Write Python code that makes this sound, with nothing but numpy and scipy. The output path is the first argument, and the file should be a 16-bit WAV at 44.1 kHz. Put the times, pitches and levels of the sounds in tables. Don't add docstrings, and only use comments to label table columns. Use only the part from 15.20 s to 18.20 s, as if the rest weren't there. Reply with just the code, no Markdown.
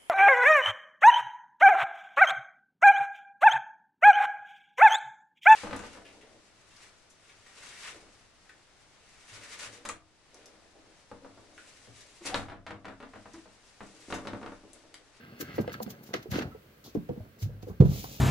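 import sys
import numpy as np
from scipy import signal
from scipy.fft import rfft, irfft
from scipy.io import wavfile
from scipy.ndimage import uniform_filter1d, map_coordinates

SR = 44100
rng = np.random.default_rng(int(sys.argv[2]) if len(sys.argv) > 2 else 0)


def pcm_store(signal):
    levels = np.round(np.clip(np.atleast_2d(signal), -1, 1) * 32767)
    wavfile.write(sys.argv[1], SR, levels.astype(np.int16).T)


def nominal_scale(level):
    x = np.asarray(level, float) / 20
    return 10 ** x


N = 132300
T = np.arange(N) / SR

# time_s, place
PLACES = [(0,-1),(.35,-1),(.37,1),(.44,1),(.46,-1),(1.28,-.8),(1.33,.6),(1.6,0),(1.74,.8),(3,1.2)]
# pitch_hz, relative_db
AIR_SPECTRUM = [(18, -31.5), (30, 8), (303, -9.5), (526, -5), (616, -10), (866, -24), (962, -15.5),
                (2350, -16.5), (8980, -30.5), (14800, -23), (16000, -20)]
# time_s, level_db
RUB_LEVELS = [(0,-49),(.07,-53.5),(.19,-50),(.23,-44),(.7,-52.5),(.9,-55),(1,-46),(1.1,-62),(1.14,-28),
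              (1.24,-39),(1.4,-64.5),(1.62,-60.5),(1.68,-54),(1.73,-72.5),(1.8,-58),(1.87,-62),(1.92,-49.5),(2.02,-63),(2.08,-58.5),
              (2.46,-57),(2.5,-39),(2.57,-70.5),(2.63,-39),(2.8,-50.5),(3,-52.5)]
# pitch_hz, level_db, t60_s (time to fall 60 dB)
BODY_MODES = [(52.2, 0, 1), (81.8, -20, 0.4), (105, 3.5, 0.39), (142.6, 5.5, 0.18), (173.5, -10, 0.55),
              (215, -2, 0.2), (255, -1.5, 0.14), (315, 10.5, 0.13), (369.8, 7.5, 0.14), (430, 3.5, 0.18),
              (487, 11, 0.13), (617, -4, 0.16), (747, 3.5, 0.23), (995, 11, 0.0654), (1314, 1, 0.11)]
# pitch_hz, relative_db
RUMBLE_SPECTRUM = [(24, -38), (40, -7), (123, 3.5), (247, 2), (460, -8), (568, -6.5), (843, -10),
                   (923, -14), (1500, -13), (1950, -76), (3300, -120)]
# time_s, level_db
DRAG_LEVELS = [(0,-60.5),(.15,-58.5),(.33,-52),(.45,-59.5),(.7,-66),(1,-74)]
# start_s, level_db
TRAY_TICKS = [(0.208,-40.5),(0.381,-42.5),(.477,-44),(.495,-46),(.541,-43),(.6,-51.5),(0.663,-50),
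              (1.118,-38),(1.137,-45),(1.156,-40),(1.19,-40),(1.212,-41.5),(1.227,-51)]
# pitch_hz, width_hz, level_db
TRAY_MODES = [(1300, 200, -4), (1600, 130, 4), (2000, 150, -3), (2600, 250, -10), (4200, 250, -13)]
# start_s, peak_db (of the ringing), focus_hz (most excited pitch), damping (share of t60),
# reach_octaves (distance from the focus at which a mode is 11 dB weaker)
KNOCK_EVENTS = [(.2,-34.5,285,0.5,1.2),(0.224,-30.5,306,0.13,0.16),(.338,-36.5,139,0.47,0.6),
                (.381,-22.5,562,0.29,0.2),(.386,-21.5,275,0.37,0.84),(.396,-21,195,0.17,0.29),(0.392,-33.5,105,0.78,0.17),(0.477,-27,506,0.4,0.45),
                (0.602,-30.5,610,0.52,1.6),(0.611,-37.5,220,1.15,0.1),(0.661,-32.5,215,0.44,0.37),
                (.675,-34.5,443,0.22,0.94),(0.937,-26,320,0.63,1.15),(1.056,-36,400.3,0.54,0.088),(1.086,-36.5,153,0.36,0.53),(1.116,-23.5,132.4,0.12,0.3),
                (1.157,-22.5,255,0.23,0.99),(1.184,-19.5,308,0.09,0.86),(1.251,-29,162,0.14,0.67),
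                (1.317,-53.5,1240,1.9,0.19),(1.347,-39.5,430,0.32,0.077),(1.677,-43.5,279,0.47,0.12),(1.7498,-19.5,306,0.39,0.67),(1.768,-24.5,197,0.29,0.34),
                (1.891,-28.5,485,0.7,0.28),(1.89,-30.5,140,0.52,0.39),(1.905,-30,264.5,0.54,0.22),(1.93,-45,500,0.89,0.18),(1.962,-39.5,505,0.89,0.3),(1.973,-33,214,0.16,0.16),
                (1.996,-34,124,0.28,0.37),(2.003,-45,580,0.47,0.15),(2.217,-24.5,105,1.3,0.35),(2.25,-29.5,105,1.04,1.06),
                (2.292,-45.5,500,0.6,0.13),(2.427,-35.5,184,0.35,2.2),(2.469,-35.5,437.5,1.03,0.6),(2.497,-29.5,155,0.16,0.59),(2.5988,-2.5,131.2,0.3,0.27),
                (2.606,-14.5,384,0.87,0.53),(2.606,-33,61,0.65,0.73),(2.6465,-11,145,0.43,0.15),(2.689,-22.5,147,0.68,0.5),
                (2.841,-34.5,910,0.13,1.1)]
# peak_time_s, level_db (6 dB come off later), tilt_db_per_octave, t60_s
SCUFF_EVENTS = [(.212,-29,9,0.067),(0.36,-46.5,6.5,0.18),(0.413,-43.5,7.5,0.08),(0.532,-38.5,7,0.073),
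                (.631,-30.5,11,0.042),(0.706,-36.5,7,0.073),(0.839,-45.5,12,0.059),(0.874,-49,6.5,0.23),(.939,-18.5,-3.5,0.049),(1.029,-43.5,3.5,0.057),
                (1.116,-32.5,6,0.065),(1.19,-28.5,-1.5,0.054),(1.222,-28.5,-4,0.061),(1.75,-51,5,0.094),(1.89,-45,-3.5,0.052),
                (2.227,-39,6,0.13),(2.428,-46.5,3.5,0.071),(2.487,-52,8.5,0.17),(2.605,-38.5,-1.5,0.12),(2.842,-36,9,0.073)]
# pitch_hz, relative_db
HISS_SPECTRUM = [(410, -57.5), (700, 7.5), (841, -30.5), (934, -4), (1560, 1), (2430, -1.5), (4150, -4.5),
                 (6570, -8.5), (8530, -23.5), (15500, -16), (16000, -39.5)]
# start_s, length_s, level_db, tilt_db_per_octave, low_hz (weaker below this)
SLIDE_STROKES = [(0.932,0.024,-42,-2.5,990),(1.107,0.077,-42,-0.5,835),
                 (1.639,0.024,-50,3,3400),(2.183,.04,-58,6.5,4050),
                 (2.615,.1,-55,5.5,2000),(2.673,0.13,-46,6.5,2100),(2.755,0.34,-50,6,2400)]
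# pitch_hz, left_db
LEFT_TREBLE = [(3000, -0.5), (14000, 2)]


def unit(x):
    return x / np.sqrt(np.mean(x ** 2) + 1e-18)


def colour(x, points, tilt_db=0):
    hz, db = np.array(points).T
    octave = np.log2(np.fft.rfftfreq(x.shape[-1], 1 / SR) + 1)
    gain_db = np.interp(octave, np.log2(hz), db) + tilt_db * (octave - 12)
    return irfft(rfft(x) * nominal_scale(gain_db), x.shape[-1])


def curve(rows):
    return np.interp(T, *np.array(rows).T)


def grit(n, per_s, spread_db, bed):
    chance, sign, size = rng.random((3, n))
    clicks = (chance < per_s / SR) * np.sign(sign - 0.5) * nominal_scale(-spread_db * np.log(size + 1e-4))
    return unit(clicks) + bed * rng.standard_normal(n)


def walk(rate_hz):
    hold = int(SR / rate_hz)
    steps = np.repeat(rng.standard_normal(N // hold + 1), hold)
    return 1.2 * uniform_filter1d(steps, hold)[:N]


def here(s):
    return np.interp(s, *np.array(PLACES).T)


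def place(x, where):
    port_lag_s, pan_db = 0.00024, 1
    i, lag = np.arange(len(x)), where * port_lag_s * SR / 2
    ports = [map_coordinates(x, [i - side * lag], order=3) * nominal_scale(-side * where * pan_db / 2)
             for side in (1, -1)]
    return np.array(ports)


def add(out, x, t):
    a = max(int(t * SR), 0)
    out[:, a:a + x.shape[1]] += x[:, :N - a]


def air():
    mid, side = colour(rng.standard_normal((2, N)), AIR_SPECTRUM)
    side = colour(side, [(60, -45), (300, -2.5), (1200, 1.5), (16000, 0)])
    return unit(np.array([mid + side, mid - side])) * nominal_scale(-60 + walk(3.66))


def rub():
    slips = grit(N, per_s=500, spread_db=2.5, bed=0.6) * nominal_scale(3 * walk(25))
    ring = 0
    for hz, db, t60 in BODY_MODES:
        sharpness = hz * t60 * 0.23 / 5.6
        ring = ring + nominal_scale(db) * signal.lfilter(*signal.iirpeak(hz, sharpness, SR), slips)
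    ringing = unit(colour(ring, RUMBLE_SPECTRUM))
    direct = unit(colour(slips, RUMBLE_SPECTRUM))
    return place(nominal_scale(curve(RUB_LEVELS)) * unit(1.07 * ringing + 0.39 * direct), here(T))


def drag():
    tick_t60_s = 0.064
    out, force = 0, nominal_scale(curve(DRAG_LEVELS))
    for s, level_db in TRAY_TICKS:
        force = force + (T >= s) * nominal_scale(level_db - 60 * np.abs(T - s) / tick_t60_s)
    for where in (-1, -0.2):
        slips = grit(N, per_s=1500, spread_db=3, bed=0.6)
        wall = 0
        for hz, width_hz, db in TRAY_MODES:
            ring = signal.lfilter(*signal.iirpeak(hz, hz / width_hz, SR), slips)
            wall = wall + nominal_scale(db + 4 * walk(25)) * ring
        wall = colour(wall, [(900, -14), (1300, 0), (4500, 0), (8000, -14)])
        out = out + place(unit(wall) * force, where)
    return out


def room(x):
    t60_s, dull_t60_s, level_db = 0.52, 0.29, -11
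    t = T[:SR // 2]
    mid, side = rng.standard_normal((2, SR // 2))
    side = colour(side, [(60, -10), (300, -13.5), (1000, 7), (16000, 1)])
    tail = np.array([mid + side, mid - side])
    low = colour(tail, [(20, 19), (1200, -25.5), (5000, -24)])
    tail = low * nominal_scale(-60 * t / t60_s) + (tail - low) * nominal_scale(-60 * t / dull_t60_s)
    tail = tail * (t > 0.003)
    tail = colour(tail, [(60, 3), (250, 3), (16000, -1)])
    tail = tail / np.sqrt((tail ** 2).sum() / 2)
    return signal.fftconvolve(x.mean(0)[None], tail, axes=1)[:, :N] * nominal_scale(level_db)


def knocks():
    push_cycles, rattle_db, rattle_t60_s = 0.8, -11.5, 0.11
    spread_rad, in_step_hz = 0.4, 150
    out, t = np.zeros((2, N)), T[:SR // 2]
    hz, db, t60 = np.array(BODY_MODES).T[:, :, None]
    spread = spread_rad * np.minimum(hz / in_step_hz, 1) ** 2
    for s, peak_db, focus_hz, damping, reach in KNOCK_EVENTS:
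        vary_level, vary_pitch, vary_side = rng.standard_normal((3, len(BODY_MODES), 1))
        distance = np.log2(hz / focus_hz) / max(reach, 0.08)
        gain = nominal_scale(db + 1.5 * vary_level - 11 * distance ** 2)
        decay = nominal_scale(-60 * t / (t60 * max(damping, 0.05)))
        modes = gain * np.exp(2j * np.pi * hz * (1 + 0.0045 * vary_pitch) * t) * decay
        ring = modes.imag.sum(0)
        side = (spread * vary_side * modes.real).sum(0)
        rattle = colour(rng.standard_normal(SR // 2), [
            (focus_hz / 2, -20), (focus_hz, 0), (2.26 * focus_hz, -15), (4000, -52), (16000, -70)])
        rattle = unit(rattle) * nominal_scale(-60 * t / rattle_t60_s) * nominal_scale(rattle_db)
        push = 1 - np.exp(-(t * focus_hz / push_cycles) ** 2.84)
        top = np.abs(ring * push).max()
        x = place((rattle - ring / top) * push, here(s)) + np.outer([1, -1], side / top * push)
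        add(out, x * nominal_scale(peak_db), s)
    return out


def scuffs():
    lead_s = 0.04
    out, t = np.zeros((2, N)), T[:SR // 3] - lead_s
    for s, level_db, tilt_db, t60 in SCUFF_EVENTS:
        t60 = max(t60, 0.01)
        rise_share = max(0.2 + 0.057 * tilt_db, 0.05)
        shape = nominal_scale(-60 * np.where(t < 0, -t / rise_share, t) / t60)
        grain = grit(len(t), per_s=6500, spread_db=3.75, bed=0.62)
        x = place(grain, here(s)) + 5.2 * rng.standard_normal((2, len(t)))
        x = unit(colour(x, HISS_SPECTRUM, tilt_db))
        add(out, x * shape * nominal_scale(level_db - 6), s - lead_s)
    return out


def slide():
    fade_t60_s = 0.18
    out, flutter, t = np.zeros((2, N)), nominal_scale(1.2 * walk(45)), T[:SR * 3 // 4]
    for s, length, level_db, tilt_db, low_hz in SLIDE_STROKES:
        rise_s = min(3.8 * length ** 2, 0.041)
        fade = nominal_scale(-60 * np.maximum(t - length, 0) / fade_t60_s)
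        shape = (1 - np.exp(-(t / rise_s) ** 2)) * fade
        grain = grit(len(t), per_s=5000, spread_db=3, bed=0.6)
        x = place(grain, here(s)) + 1.3 * rng.standard_normal((2, len(t)))
        x = colour(x, HISS_SPECTRUM, tilt_db)
        x = colour(x, [(low_hz / 1.47, -16), (low_hz, 0)])
        add(out, unit(x) * shape * nominal_scale(level_db), s)
    return out * flutter


def scene():
    near = rub() + drag() + knocks() + scuffs() + slide()
    return near + room(near) + air()


def band_limit(x):
    return signal.sosfilt(signal.butter(12, 16600, fs=SR, output="sos"), x)


def record(dry):
    right_treble = [(hz, -db) for hz, db in LEFT_TREBLE]
    mix = np.array([colour(dry[0], LEFT_TREBLE), colour(dry[1], right_treble)])
    mix = signal.sosfilt(signal.butter(6, 49, "high", fs=SR, output="sos"), mix)
    mix = signal.sosfilt(signal.ellip(8, 0.2, 70, 15750, fs=SR, output="sos"), mix)
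    return band_limit(mix)


dry = scene()
out = record(dry)
pcm_store(out)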